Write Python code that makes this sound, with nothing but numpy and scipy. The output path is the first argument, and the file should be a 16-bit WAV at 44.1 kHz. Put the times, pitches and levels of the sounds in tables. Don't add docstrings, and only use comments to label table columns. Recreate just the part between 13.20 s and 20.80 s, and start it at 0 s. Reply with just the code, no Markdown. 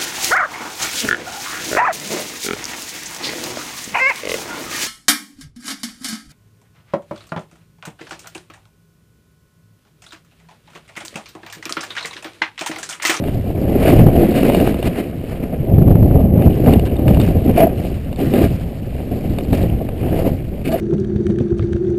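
import sys
import numpy as np
from scipy import signal
from scipy.fft import rfft, irfft
from scipy.io import wavfile
from scipy.ndimage import uniform_filter1d

SR = 44100
rng = np.random.default_rng(int(sys.argv[2]) if len(sys.argv) > 2 else 0)


def generate_wav(sig):
    pcm = np.round(np.clip(np.atleast_2d(sig).T, -1, 1) * 32767).astype(np.int16)
    wavfile.write(sys.argv[1], SR, pcm)


def gain_from_decibels(decibels):
    exponent = np.asarray(decibels, float) / 20
    return 10 ** exponent


N = 335160


def rms_one(x):
    return x / np.sqrt(np.mean(x ** 2) + 1e-20)


def coloured(x, spectrum):
    pitch_hz, level_db = np.transpose(spectrum)
    log_hz = np.log(np.fft.rfftfreq(N, 1 / SR) + 1)
    gain_db = np.interp(log_hz, np.log(pitch_hz), level_db, left=-60, right=-80)
    return rms_one(irfft(rfft(x) * gain_from_decibels(gain_db), N))


def drift(rate_hz):
    r = np.exp(-2 * np.pi * rate_hz / SR)
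    noise = rng.standard_normal(N + SR // 2)
    return rms_one(signal.lfilter([1], [1, -2 * r, r * r], noise)[SR // 2:])


def resonance(x, pitch_hz, width_hz):
    r = np.exp(-np.pi * width_hz / SR)
    turn = 2 * np.pi * pitch_hz / SR
    return signal.lfilter([(1 - r * r) / 2, 0, (r * r - 1) / 2], [1, -2 * r * np.cos(turn), r * r], x)


def swells(peak_s, rise_s, fall_s, peak_db):
    coarse = np.arange(0, N, 32)
    t = coarse / SR - peak_s[:, None]
    shape = np.clip(np.minimum(1 + t / rise_s[:, None], 1 - t / fall_s[:, None]), 0, 1)
    return np.interp(np.arange(N), coarse, gain_from_decibels(2 * peak_db) @ shape ** 2)


def wind(spectrum, lumps_db):
    return coloured(rng.standard_normal(N) * gain_from_decibels(lumps_db), spectrum)


# start_s, wind_db (on the port),
# small_eddies_db (relative to wind_db), glide_db (steady hiss of the board), fine_db (extra treble of the spray)
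RIDE_COURSE = [(0.0, -22, 3, -44.5, 0), (0.19, -18.5, -10.5, -46, -13), (0.34, -23.5, 2, -45.5, 0),
               (0.55, -16, 3, -37, 2.5), (0.93, -14, -1, -38.5, -0.5), (1.3, -22, 1.5, -36, -1),
               (1.45, -18, -4.5, -38.5, -6), (1.84, -30, 4.5, -43.5, 3.5), (2.0, -23.5, -7.5, -46.5, 1),
               (2.45, -26.5, -0.5, -46.5, 6.5), (2.52, -9, -8, -46, 3), (2.939, -8.5, -8.5, -45.5, 1),
               (3.15, -13.5, -4, -48, 8.5), (3.42, -15.5, -2.5, -39.5, -3), (3.8, -20, -2.5, -44.5, 3),
               (3.9, -10, -6.5, -49, -13), (4.23, -16, -5.5, -43, -0.5), (4.5, -22, 0.5, -43.5, 6),
               (4.6, -19.5, -6, -43.5, -16), (4.9, -25, -7.5, -48, -2), (5.29, -16.5, -9.5, -41, -22),
               (5.52, -26.5, -7, -49.5, -24), (6.1, -20.5, -2.5, -44, -21), (6.54, -18.5, -5.5, -46.5, 1),
               (6.75, -24.5, -4, -49.5, -5), (6.82, -18.5, -3.5, -40.5, 4.5), (7.41, -23.5, -7, -50, -3),
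               (7.6, -24.5, -11, -37.5, 10)]


def ride_course():
    start_s, *columns = np.transpose(RIDE_COURSE)
    return [np.interp(np.arange(N) / SR, start_s, column) for column in columns]


# peak_s, rise_s, fall_s, spray_db, jolt_db (relative to spray_db)
CARVED_TURNS = [(0.08, .06, 0.11, -42.5, 13), (0.69, .12, 0.097, -24, 11), (0.79, .05, 0.042, -29, 16.5),
                (1.04, .06, 0.18, -33.5, 21.5), (1.18, 0.056, 0.058, -29, 17),
                (1.27, 0.067, 0.047, -28, 15), (1.4, 0.18, 0.086, -33, 21.5), (1.48, 0.048, 0.059, -31, 15),
                (1.67, 0.052, 0.032, -29.5, 15), (1.802, .08, 0.022, -31.5, 12),
                (2.11, 0.053, 0.057, -40.5, 13.5), (2.24, 0.036, 0.016, -39, 16),
                (2.331, 0.012, 0.051, -42.5, 25), (3.24, 0.11, .05, -39, 27), (3.47, 0.024, 0.066, -33, 24),
                (3.53, 0.069, 0.044, -33, 22), (3.66, 0.013, 0.032, -32, 6), (3.89, 0.027, 0.15, -36.5, 23),
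                (4.002, 0.0068, 0.17, -33, 15), (4.298, 0.057, 0.021, -35, 25.5),
                (4.395, 0.074, 0.061, -27, 13), (4.445, 0.078, 0.021, -30.5, 20),
                (5.009, 0.047, 0.24, -35.5, 18.5), (5.16, 0.053, 0.14, -32.5, 23),
                (5.25, 0.084, 0.01, -33.5, 14), (6.18, 0.013, 0.044, -50.5, 26),
                (6.334, 0.017, 0.1, -33.5, 17), (6.42, 0.091, 0.11, -40.5, 18),
                (6.618, 0.027, 0.01, -51, 34.5), (7.0, 0.13, 0.063, -36.5, 19.5),
                (7.068, 0.034, 0.055, -34.5, 21), (7.46, 0.014, 0.052, -37, 8),
                (7.559, 0.13, 0.038, -42, 24.5)]


def carved_turns():
    peak_s, rise_s, fall_s, spray_db, jolt_db = np.transpose(CARVED_TURNS)
    thrown = swells(peak_s, rise_s, fall_s, spray_db)
    jolts = swells(peak_s, rise_s, fall_s, spray_db + jolt_db)
    return thrown, jolts


# (per Hz, relative)
RUMBLE_SHAPE = [(15, 3), (30, -9), (60, 0), (100, -1), (170, -4), (280, -16), (500, -34)]
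# peak_s, length_s, level_db
DEEP_GUSTS = [(0.809, 0.26, -6.5), (1.67, 0.092, -15.5), (2.411, 0.079, -13), (3.184, .06, -23),
              (3.274, 0.05, -3), (3.494, 0.11, -7), (3.576, 0.058, -7.5), (3.638, 0.056, -12),
              (3.905, 0.17, -7.5), (4.32, 0.15, -11), (5.077, 0.15, -14), (5.247, .08, -9),
              (6.108, .12, -14.5), (6.326, 0.047, -11.5), (6.43, 0.14, -19), (6.694, 0.073, -20),
              (7.13, 0.11, -15)]


def rumble(wind_db, gusts, eddies):
    peak_s, length_s, level_db = np.transpose(DEEP_GUSTS)
    power = gain_from_decibels(2 * wind_db) + swells(peak_s, length_s / 2, length_s / 2, level_db)
    return np.sqrt(power) * wind(RUMBLE_SHAPE, 0.84 * gusts + 0.13 * eddies)


# (per Hz, relative)
BUFFET_SHAPE = [(80, -21), (160, -5.5), (250, 0), (380, -4), (520, -14), (800, -26)]


def buffet(small, jolts, gusts, eddies):
    lumps_db = 0.71 * gusts + 3.24 * eddies + 0.86 * drift(49.0)
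    return np.sqrt(small + jolts) * wind(BUFFET_SHAPE, lumps_db)


# (per Hz, relative)
FLUTTER_SHAPE = [(250, -33), (420, -3), (520, 0), (680, -3), (790, -9.5), (900, -21.5), (1300, -31.5)]


def flutter(small, jolts, gusts, eddies):
    under_eddies_db, under_jolt_db = 7, 6.5
    power = small * gain_from_decibels(-2 * under_eddies_db) + jolts * gain_from_decibels(-2 * under_jolt_db)
    lumps_db = 2.2 * gusts + 2.07 * eddies + 0.5 * drift(30.0)
    return np.sqrt(power) * wind(FLUTTER_SHAPE, lumps_db)


# (per Hz, relative)
SPRAY_SHAPE = [(500, -14), (900, 2), (1400, -0.5), (2300, 3), (2900, 1.5), (3500, -9), (4600, -10.5),
               (5300, -14), (5950, -19)]


def spray(snow, fine_db, gusts, eddies):
    grains_per_s, spread_db, cycles = 3000.0, 2.6, 5.9
    crunch_db, patchy_db = -4.5, 2.4
    lumps_db = 1.0 * gusts + 1.0 * eddies + 1.3 * drift(40.0)
    sizes = gain_from_decibels(spread_db * np.minimum(rng.exponential(1, N), 5)) * rng.choice([-1, 1], N)
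    grains = sizes * (rng.random(N) < grains_per_s * gain_from_decibels(lumps_db) / SR) + 1e-18
    pitches_hz = np.geomspace(900, 5400, 12)
    dealt = rng.integers(0, len(pitches_hz), N)
    crunch = np.zeros(N)
    for k, hz in enumerate(pitches_hz):
        ringing = rms_one(resonance(grains * (dealt == k), hz, hz / cycles))
        crunch += np.sqrt(hz) * gain_from_decibels(patchy_db * drift(15.0)) * ringing
    hiss = rng.standard_normal(N) * gain_from_decibels(lumps_db)
    raw = coloured(hiss + gain_from_decibels(crunch_db) * rms_one(crunch), SPRAY_SHAPE)
    top = signal.sosfilt(signal.butter(4, 3840, "high", fs=SR, output="sos"), raw)
    bright_db = -3.5 + fine_db + 0.31 * (10 * np.log10(snow) + 39)
    return np.sqrt(snow) * (raw + (gain_from_decibels(bright_db) - 1) * top)


# pitch_hz, width_hz, level_db (relative)
HOUSING_MODES = [(660, 69, 16), (1220, 34, -9), (1640, 190, -5.5), (2340, 540, -1), (2846, 130, -3.5),
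                 (3636, 80, -6.5), (4360, 720, -1.5)]


def mode_gains(level_db, centre_hz, db_per_octave):
    pitch_hz, width_hz, mode_db = np.transpose(HOUSING_MODES)
    chance_db = rng.normal(0, 2.5, (len(level_db), len(pitch_hz)))
    octaves_away = np.abs(np.log2(pitch_hz / centre_hz[:, None]))
    return gain_from_decibels(level_db[:, None] + mode_db + chance_db - db_per_octave * octaves_away)


# start_s, level_db (relative), centre_hz, thud_db (relative to level_db)
MOUNT_KNOCKS = [(0.0391, -18.5, 1990, -15), (0.0836, -23.5, 2000, 2), (1.299, -16.5, 2240, 9.5),
                (1.322, -27, 2340, 15), (1.3472, -13, 2340, 6), (1.4006, -13, 2000, -11),
                (1.475, -28, 2340, 20.5), (1.543, -22, 2340, 3), (1.6274, -18.5, 2900, 2),
                (3.2213, -20, 2000, -8), (3.461, -18, 1640, -12), (3.536, -16, 2820, -4),
                (3.5955, -19.5, 2800, -2.5), (3.766, -28, 3600, 1), (3.8804, -11.5, 1870, -6),
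                (3.946, -22, 2520, -11), (3.971, -21, 1400, 7), (3.9993, -17, 3100, 2),
                (4.015, -21.5, 3600, -8), (4.077, -21.5, 1640, -11), (4.31, -26, 2000, 0),
                (4.65, -28, 2340, 4), (4.928, -27.5, 2790, 3), (4.96, -29, 4360, -6),
                (5.137, -15, 2190, -8), (5.24, -23, 1640, 3), (5.253, -36, 2340, -15),
                (5.8027, -31, 2080, 6), (6.1855, -19, 2520, 2.5), (6.208, -30, 2340, -6),
                (6.25, -32, 2340, 7), (6.3312, -18.5, 2070, 6), (6.343, -46, 2340, -2),
                (6.6885, -21.5, 1890, -2), (7.0663, -35, 2090, -9), (7.415, -35.5, 2310, 3)]


def knocks():
    thud_hz, ring_boost_db, damping_hz = 580.0, 34.7, 150.0
    start_s, level_db, centre_hz, thud_db = np.transpose(MOUNT_KNOCKS)
    at = np.round(start_s * SR).astype(int)
    gains = mode_gains(level_db + ring_boost_db, centre_hz, 13.3)
    out = np.zeros(N)
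    for k, (hz, width_hz, _) in enumerate(HOUSING_MODES):
        damped_hz = width_hz + damping_hz
        blows = np.full(N, 1e-18)
        blows[at] = gains[:, k] * (-1) ** k * 2 * damping_hz / damped_hz
        softened = resonance(blows, hz, 3.0 * damping_hz + width_hz)
        out += resonance(resonance(softened, hz, damped_hz), hz, damped_hz)
    blows = np.full(N, 1e-18)
    blows[at] = gain_from_decibels(level_db + thud_db) * SR / thud_hz
    thud = resonance(resonance(blows, thud_hz, 1.26 * thud_hz), thud_hz, 1.26 * thud_hz)
    return out + resonance(thud, thud_hz, 0.33 * thud_hz)


# start_s, length_s, level_db (relative), centre_hz
EDGE_SCRAPES = [(0.648, 0.071, -30.5, 1640), (1.141, 0.1, -34, 2900), (1.652, 0.034, -32, 2600),
                (3.485, 0.045, -63, 2300), (4.363, 0.12, -32.5, 660), (4.368, 0.052, -40, 2340),
                (1.314, 0.054, -33, 2340), (5.002, 0.027, -44, 2340), (5.144, 0.05, -34.5, 1220),
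                (5.21, 0.061, -33, 1220), (7.439, 0.06, -35, 2340), (7.493, 0.055, -36, 1220),
                (7.501, 0.12, -48.5, 2846), (7.533, 0.022, -33.5, 660)]


def scrapes():
    slips_per_s, fade_s = 600.0, 0.013
    start_s, length_s, level_db, centre_hz = np.transpose(EDGE_SCRAPES)
    t = np.arange(N) / SR
    gains = mode_gains(level_db, centre_hz, 8.0)
    since_start, until_end = t - start_s[:, None], (start_s + length_s)[:, None] - t
    on = np.clip(np.minimum(since_start, until_end) / fade_s, 0, 1)
    slips = rng.standard_normal(N) * (rng.random(N) < slips_per_s / SR) + 1e-18
    out = np.zeros(N)
    for (hz, width_hz, _), gain in zip(HOUSING_MODES, gains.T):
        ringing = resonance(resonance(slips, hz, width_hz), hz, 1.3 * width_hz)
        out += gain @ on * rms_one(ringing)
    return out


# peak_s, level_db (relative)
EDDY_SLAPS = [(0.868, 8.5), (2.541, -3.5), (2.584, 4), (2.625, 4.5), (2.66, 0), (2.685, 2), (2.756, 6.5),
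              (2.829, -1.5), (2.957, -1.5), (3.074, -9.5), (3.14, 1), (3.179, 0.5), (3.265, 0.5),
              (4.263, -17), (6.441, -2.5)]


def slaps():
    width_s, boost_db = 0.00166, 1.0
    peak_s, level_db = np.transpose(EDDY_SLAPS)
    t = (np.arange(N) / SR - peak_s[:, None]) / width_s
    return gain_from_decibels(level_db + boost_db) @ ((1 - t * t) * np.exp(-t * t / 2))


def scene():
    wind_db, small_db, glide_db, fine_db = ride_course()
    thrown, jolts = carved_turns()
    small = gain_from_decibels(2 * (wind_db + small_db))
    snow = gain_from_decibels(2 * glide_db) + thrown
    gusts, eddies = drift(8.6), drift(70.0)
    air = rumble(wind_db, gusts, eddies) + buffet(small, jolts, gusts, eddies)
    air += flutter(small, jolts, gusts, eddies)
    bumps = knocks() + scrapes() + slaps()
    return (air + spray(snow, fine_db, gusts, eddies) + bumps)[None]


def top_cut(x):
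    return signal.sosfilt(signal.butter(12, 16320, fs=SR, output="sos"), x)


def record(dry):
    slow_rate_hz, repeats, cutoff_hz = 12000, 4, 15600
    squared = dry[0] ** 2
    bent = dry[0] + 0.02 * (squared - uniform_filter1d(squared, size=4410))
    slow = np.clip(signal.resample(bent, N * slow_rate_hz // SR), -1, 1)
    held = signal.resample(np.repeat(slow, repeats), N)
    low_pass = signal.cheby2(12, 60, cutoff_hz + 500, fs=SR, output="sos")
    cut = signal.sosfilt(low_pass, held)
    return top_cut(np.clip(cut, -1, 1)[None])


dry = scene()
out = record(dry)
generate_wav(out)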